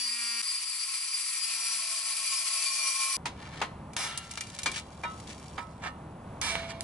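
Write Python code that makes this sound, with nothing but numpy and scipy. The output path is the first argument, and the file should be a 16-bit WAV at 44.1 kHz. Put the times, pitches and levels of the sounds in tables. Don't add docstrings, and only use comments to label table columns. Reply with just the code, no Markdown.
import sys
import numpy as np
from scipy import signal
from scipy.fft import rfft, irfft, next_fast_len
from scipy.io import wavfile

SR = 44100
rng = np.random.default_rng(int(sys.argv[2]) if len(sys.argv) > 2 else 0)


def store_pcm(level_fs):
    pcm = np.round(np.clip(level_fs, -1, 1) * 32767).astype(np.int16)
    wavfile.write(sys.argv[1], SR, np.atleast_2d(pcm).T)


N = 301203
T = np.arange(N) / SR
CUT_S, GRIND_END_S, SHIFT_RIGHT_S = .417, 3.168, 5.57
FREE_HZ, TOP_HZ = 242, 11080


# time_s, shaft_hz
SHAFT_SPEED = [(0.03, 241.3), (0.1, 238.4), (0.3, 234.3), (0.425, 233.5), (0.435, 241.7), (0.62, 241.6),
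               (0.95, 238.7), (1.12, 235.3), (1.3, 235.7), (1.53, 225.8), (1.72, 226), (1.86, 220.5),
               (2.13, 223.5), (2.27, 218.7), (2.43, 221.3), (2.58, 218.6), (3.08, 214.9)]
# freq_hz, level_db
WHINE_SPECTRUM = [(400, -12), (700, -18.5), (1200, 0.5), (1900, 3), (2350, 7), (3000, 4), (4000, -12),
                  (4700, 17), (5400, -1), (6800, -16), (7500, 4.5), (11000, -36)]
CHATTER_SPECTRUM = [(400, -53), (650, -16), (1050, 0), (1700, -11), (2400, 10), (4000, 0), (5700, 9.5),
                    (7000, 7.5), (11000, -41)]
RASP_SPECTRUM = [(40, -36.5), (300, -28), (550, -36), (760, -20.5), (1050, -9.5), (1600, -13), (2200, -1.5),
                 (3500, -6), (4700, -2), (6800, -7), (7800, 0), (11000, 1.5)]

def grinder():
    hz, = curves(SHAFT_SPEED)
    rasp_db, chatter_db, whine_db, hum_db = loading(hz)
    turn = np.cumsum(hz * (1 + 0.0012 * walk(60))) / SR
    whine = through_body(orders(turn, flicker_db=2.5, flicker_rate=14), WHINE_SPECTRUM) * undb(whine_db)
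    skid = .005 * walk(130)
    bite = undb(1.53 * walk(34.82))
    strikes = orders(turn + skid, flicker_db=5.0, flicker_rate=24)
    chatter = through_body(strikes, CHATTER_SPECTRUM) * undb(chatter_db)
    grains = air(N) * (1 + 0.1 * np.cos(2 * np.pi * turn)) * undb(walk(400))
    rasp = through_body(grains, RASP_SPECTRUM) * undb(rasp_db)
    hum = (np.sin(2 * np.pi * turn) + 0.25 * np.sin(4 * np.pi * turn)) * undb(hum_db + 2 * walk(31))
    return (whine + shank(hz) + bracket(hz) + bite * (chatter + rasp)) * pan(1.2) + hum


# peak_s, lift_db
STONE_CATCHES = [(.02, 12), (.6, 9), (1.5, 4)]

def loading(hz, shake_hz=226, shake_width_hz=4.3, catch_s=0.037):
    sag_hz, before_cut = FREE_HZ - hz, T < CUT_S
    shake_db = 7.5 * np.exp(-((hz - shake_hz) / shake_width_hz) ** 2)
    catch_db = sum(db * np.exp(-.5 * ((T - s) / catch_s) ** 2) for s, db in STONE_CATCHES)
    rasp_db = -34 + 0.12 * sag_hz - 1.5 * before_cut
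    chatter_db = -49 + 0.509 * sag_hz + catch_db
    whine_db = np.where(before_cut, -42 + 1.3 * sag_hz, -46 + shake_db)
    hum_db = np.where(before_cut, -61.5, -78.5 + shake_db)
    return rasp_db, chatter_db, whine_db, hum_db


def orders(turn, flicker_db, flicker_rate, count=52):
    out = np.zeros((2, N))
    for k in range(1, count + 1):
        level = undb(flicker_db * walk(flicker_rate))
        phase = 2 * np.pi * k * turn + rng.uniform(0, 2 * np.pi)
        lead = rng.choice([-1, 1]) * min(0.13 * np.sqrt(k), np.pi / 4)
        out += level * np.cos([phase + lead, phase - lead])
    return out


# pitch_hz, width_hz, left_db, right_db
BODY_RESONANCES = [(655, 45, 11, 11), (1082, 45, 13, 8), (1325, 70, 9, 9), (1880, 60, 4, 4),
                   (2378, 60, 7, 11), (4340, 80, 7, 8), (4575, 80, 13, 6), (4830, 80, 13, 12),
                   (5520, 60, 8, 2), (5647, 45, 10, 9), (5839, 40, 12, 5), (7380, 70, 9, 3),
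                   (7633, 60, 9, 3), (8221, 50, 8, 6), (8680, 40, 5, 5), (9178, 45, 7, 6),
                   (9468, 60, 10, 2), (9808, 35, 7, 9), (10136, 55, 9, 3), (10425, 80, 10, 5),
                   (10860, 100, 6, 5)]

def through_body(x, points, coupling=1.244):
    def gain(f):
        lift_db = sum(np.array([[left], [right]]) * resonance(f, hz, width)
                      for hz, width, left, right in BODY_RESONANCES)
        return undb(spectrum(points, f) + coupling * lift_db) * (f < TOP_HZ)
    return unit(colour(x, gain))


def shank(shaft_hz, throb_db=7, throb_rate=24.33):
    squeal = unit(colour(air(N), lambda f: resonance(f, hz=4828, width_hz=70)))
    return squeal * undb(-39 - 1.03 * (FREE_HZ - shaft_hz) + throb_db * walk(throb_rate))


def bracket(shaft_hz, pressed_db=-44):
    tone = unit(colour(air(N), lambda f: resonance(f, hz=1082, width_hz=44)))
    return tone * undb(pressed_db - 1.75 * (shaft_hz - shaft_hz.min()))


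# start_s, level_db, brightness_hz, mode_hz, ring_db
SHEET_KNOCKS = [(3.2554, -27.5, 1830, 961, -5), (3.615, -23.5, 1060, 947, -11),
                (4.6586, -23, 2190, 2360, -5.5), (5.0348, -33.5, 1110, 1293, 4.5),
                (5.579, -31.5, 840, 1174, -7)]

def knocks(thud_db=-20.5):
    out, t = np.zeros((2, N)), T[:SR // 2]
    for s, db, hz, mode_hz, ring_db in SHEET_KNOCKS:
        thud = band(air(len(t)), hz=260, spread=0.99) * decay(t, t60=0.36) * undb(thud_db)
        rattle = strike(hz, mode_hz, t60=0.12, spread=2.24, ring_db=ring_db)
        add(out, undb(db) * (rattle + thud), s)
    return out


# start_s, level_db, brightness_hz
TIP_TICKS = [(3.9328, -43, 4440), (4.175, -26.5, 6900), (4.311, -33.5, 5140), (4.354, -44, 4730),
             (4.374, -29, 2240), (4.408, -27, 4050), (4.588, -29.5, 3560), (4.632, -29, 5540),
             (4.715, -30.5, 4080), (5.199, -44, 4000)]

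def ticks():
    out = np.zeros((2, N))
    for s, db, hz in TIP_TICKS:
        add(out, undb(db) * strike(hz, mode_hz=2480, t60=0.051, spread=2.24, ring_db=-5), s)
    return out


# start_s, level_db, brightness_hz
CONTACT_SNAPS = [(3.9661, -19, 2800), (6.4146, -20, 5230), (6.5539, -18.5, 930), (6.8078, -22.5, 5500)]

def snaps():
    out = np.zeros((2, N))
    for s, db, hz in CONTACT_SNAPS:
        add(out, undb(db) * strike(hz, mode_hz=4960, t60=0.0098, spread=3.05, ring_db=-12), s)
    return out


def strike(hz, mode_hz, t60, spread, ring_db, room_db=-25, room_t60=0.57):
    t = T[:SR // 2]
    attack = 1 - np.exp(-t / (0.0059 * t60))
    push = band(air(len(t)), hz, spread) * decay(t, t60) * attack
    tail = band(air(len(t)), hz, spread) * decay(t, room_t60) * undb(room_db)
    return stir_sheet(push, mode_hz, favour_db=12, ring_db=ring_db) + tail


# start_s, hiss_db, sputter_db
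PAINT_BURNS = [(3.966, -36.5, -36.5), (6.415, -37, -34.5)]
# freq_hz, level_db
HISS_SPECTRUM = [(1500, -10), (3500, -31), (5000, 12.5), (7000, 4), (11000, 4.5)]
SPUTTER_SPECTRUM = [(300, -7), (700, 5), (1100, 7.5), (2300, 8.5), (3500, 11), (5000, 2), (9000, -10)]

def burns(attack_s=0.0026, hold_s=0.083, hiss_fall_db_per_s=181, sputter_fall_db_per_s=82):
    def sizzle(points):
        crackle = air(N) * undb(0.28 * walk(580))
        return unit(colour(crackle, lambda f: undb(spectrum(points, f)) * (f < TOP_HZ)))
    hiss, sputter = sizzle(HISS_SPECTRUM), sizzle(SPUTTER_SPECTRUM)
    push = np.zeros((2, N))
    for s, hiss_db, sputter_db in PAINT_BURNS:
        heat = np.clip((T - s) / attack_s + 1, 0, 1)
        cooling_s = np.maximum(T - s - hold_s, 0)
        push += heat * hiss * undb(hiss_db - hiss_fall_db_per_s * cooling_s)
        push += heat * sputter * undb(sputter_db - sputter_fall_db_per_s * cooling_s)
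    return stir_sheet(push, mode_hz=2266, favour_db=3, ring_db=-6)


# start_s, pitch_hz, level_db, swell_s, t60_s
HOT_TONES = [(4.02, 1352, -44, .06, 1.3), (6.455, 2310, -32, .05, .25), (6.49, 667, -37.5, .05, 1.7),
             (6.5, 2202, -44, .05, .9), (6.45, 4078, -43, .04, .6)]

def singing():
    out = 0
    for s, hz, db, swell, t60 in HOT_TONES:
        t = np.maximum(T - s, 0)
        envelope = np.minimum(t / swell, 1) * decay(np.maximum(t - swell, 0), t60)
        out += undb(db + 0.26 * walk(41)) * envelope * sine(hz * (1 + 0.0014 * walk(76)))
    return out


# peak_s, half_length_s, level_db, brightness_hz
TIP_SCRAPES = [(3.453, 0.048, -49, 1850), (3.591, 0.058, -48, 1940), (4.479, 0.23, -50.5, 3380),
               (4.772, 0.021, -37, 2980), (5.298, 0.024, -47, 3440), (5.279, 0.27, -55.5, 3840),
               (5.863, 0.022, -37, 1250), (6.704, 0.012, -41, 2400)]

def scrapes(slips_per_s=360):
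    push, t = np.zeros((2, N)), T[:2 * SR] - 1
    for s, half, db, hz in TIP_SCRAPES:
        swell = np.exp(-.5 * (t / half) ** 2) * undb(db)
        add(push, band(air(len(t)), hz, spread=1.82) * swell, s - 1)
    slips = (rng.random(N) < slips_per_s / SR) * undb(4 * np.minimum(rng.exponential(size=N), 3))
    push *= .55 + .7 * unit(smear(slips, tau_s=.002))
    return stir_sheet(push, mode_hz=3283, favour_db=2, ring_db=-8)


# pitch_hz, level_db, t60_s
SHEET_MODES = [(961, 1.5, 0.15), (1060, -3.5, 0.18), (1293.5, -4, 0.37), (1486, -3.5, 0.15),
               (1814, -3, 0.14), (2025, -13, 0.33), (2266, -9, 0.23), (2372, 6.5, 0.053), (2832, -8, 0.22),
               (3283, -11, 0.28), (3750, -8, 0.17), (4140, -13, 0.33), (5020, -18.5, 0.15),
               (6700, -32.5, 0.42), (10400, -29, 0.22)]

def stir_sheet(push, mode_hz, favour_db, ring_db):
    t = T[:SR // 2]
    answer = np.zeros((2, len(t)))
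    for hz, db, t60 in SHEET_MODES:
        scatter, lag = rng.standard_normal(2)
        lift_db = favour_db * np.exp(-(np.log(hz / mode_hz) / .08) ** 2) + 3 * scatter
        phase = 2 * np.pi * hz * t + np.array([[.6], [-.6]]) * lag
        answer += undb(db + lift_db) * decay(t, t60) * np.sin(phase)
    answer /= np.sqrt(2 * np.mean(np.sum(answer ** 2, axis=1)))
    ring = signal.fftconvolve(push, answer, axes=1)[:, :push.shape[1]]
    return push + undb(ring_db) * ring


def flakes(start_s=4.19, end_s=4.82, per_s=18, t60=0.02):
    cracks = (rng.random(N) < per_s / SR) * (T > start_s) * (T < end_s)
    sizes = cracks * undb(-42 + 2.5 * rng.standard_normal(N))
    return band(air(N), hz=4800, spread=1.9) * smear(sizes, tau_s=t60 / np.log(1000))


# freq_hz, level_db
ROOM_SPECTRUM = [(15, -39), (25, -11), (66, -6.5), (101, -0.5), (178, -0.5), (391, -12.5), (721, -11),
                 (1000, -11.5), (1590, -24), (1710, -25.5), (5820, -43), (11000, -40.5), (14300, -87),
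                 (22000, -120)]
# time_s, level_db
RECORDED_RUMBLE_LEVEL = [(3.2, -46), (3.92, -44), (4.02, -50), (4.8, -46.5), (6.4, -43.5), (6.6, -44)]

def workshop():
    rumble = unit(colour(air(N), lambda f: undb(spectrum(ROOM_SPECTRUM, f))))
    hum = sine(73 + 2 * walk(8.7)) * undb(-6.5 + 2 * walk(10))
    return (rumble + hum) * undb(curves(RECORDED_RUMBLE_LEVEL)[0] + walk(13))


# freq_hz, side_gain_db
STEREO_WIDTH = [(30, -32), (120, -22.5), (250, -17.5), (500, -7), (1000, -8), (2000, -5.5), (4000, -3),
                (9000, -.5)]

def air(size, diffuse=0.51, count=64):
    direct, scattered = rng.standard_normal((2, size))
    lead = rng.choice([-1, 1], count)
    reflected = colour(direct, lambda f: 1j * np.interp(f, np.linspace(0, SR / 2, count), lead))
    side = colour(reflected + diffuse * scattered, lambda f: undb(spectrum(STEREO_WIDTH, f)))
    return unit(np.array([direct + side, direct - side]))


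def band(x, hz, spread):
    low, high = hz / spread, hz * spread
    def gain(f):
        return (f / low) ** 3 / np.sqrt((1 + (f / low) ** 6) * (1 + (f / high) ** 4.16)) * (f < TOP_HZ)
    return unit(colour(x, gain))


def colour(x, gain):
    size = next_fast_len(x.shape[-1] + 2048)
    hz = np.arange(size // 2 + 1) * SR / size
    return irfft(rfft(x, size) * gain(hz), size)[..., :x.shape[-1]]


def resonance(f, hz, width_hz):
    return 1 / (1 + (2 * (f - hz) / width_hz) ** 2)


def spectrum(points, hz):
    f, db = np.transpose(points)
    return np.interp(np.log(hz + 1), np.log(f), db)


def curves(table):
    s, *columns = np.transpose(table)
    return [np.interp(T, s, c) for c in columns]


def walk(rate):
    points = rng.standard_normal(4096)
    return 0.84 * np.interp(T * rate, np.arange(len(points)), points)


def sine(hz):
    return np.sin(2 * np.pi * np.cumsum(hz) / SR)


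def decay(t, t60):
    return np.exp(-np.log(1000) * t / t60)


def smear(impulses, tau_s):
    return signal.lfilter([1], [1, -np.exp(-1 / (tau_s * SR))], impulses)


def add(out, sound, s):
    i = int(s * SR)
    out[:, i:i + sound.shape[1]] += sound[:, :N - i]


def pan(db):
    return undb(np.array([[db], [-db]]) / 2)


def undb(db):
    return 10 ** (np.asarray(db) / 20)


def unit(x):
    return x / np.sqrt(np.mean(x ** 2))


def scene():
    electrode = knocks() + ticks() + snaps() + scrapes() + flakes() + burns() + singing()
    shifted = np.array([np.roll(electrode[0], 2), electrode[1]])
    bench = np.where(T < SHIFT_RIGHT_S, electrode * pan(0.75), shifted * pan(-4.0)) + workshop()
    fade = np.where(T < CUT_S, 1, np.minimum((T - CUT_S) / 0.017, 1))
    return np.where(T < GRIND_END_S, grinder() * fade, bench)


def record(dry):
    return signal.sosfilt(signal.ellip(12, .2, 75, TOP_HZ, fs=SR, output="sos"), dry)


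dry = scene()
out = record(dry)
store_pcm(out)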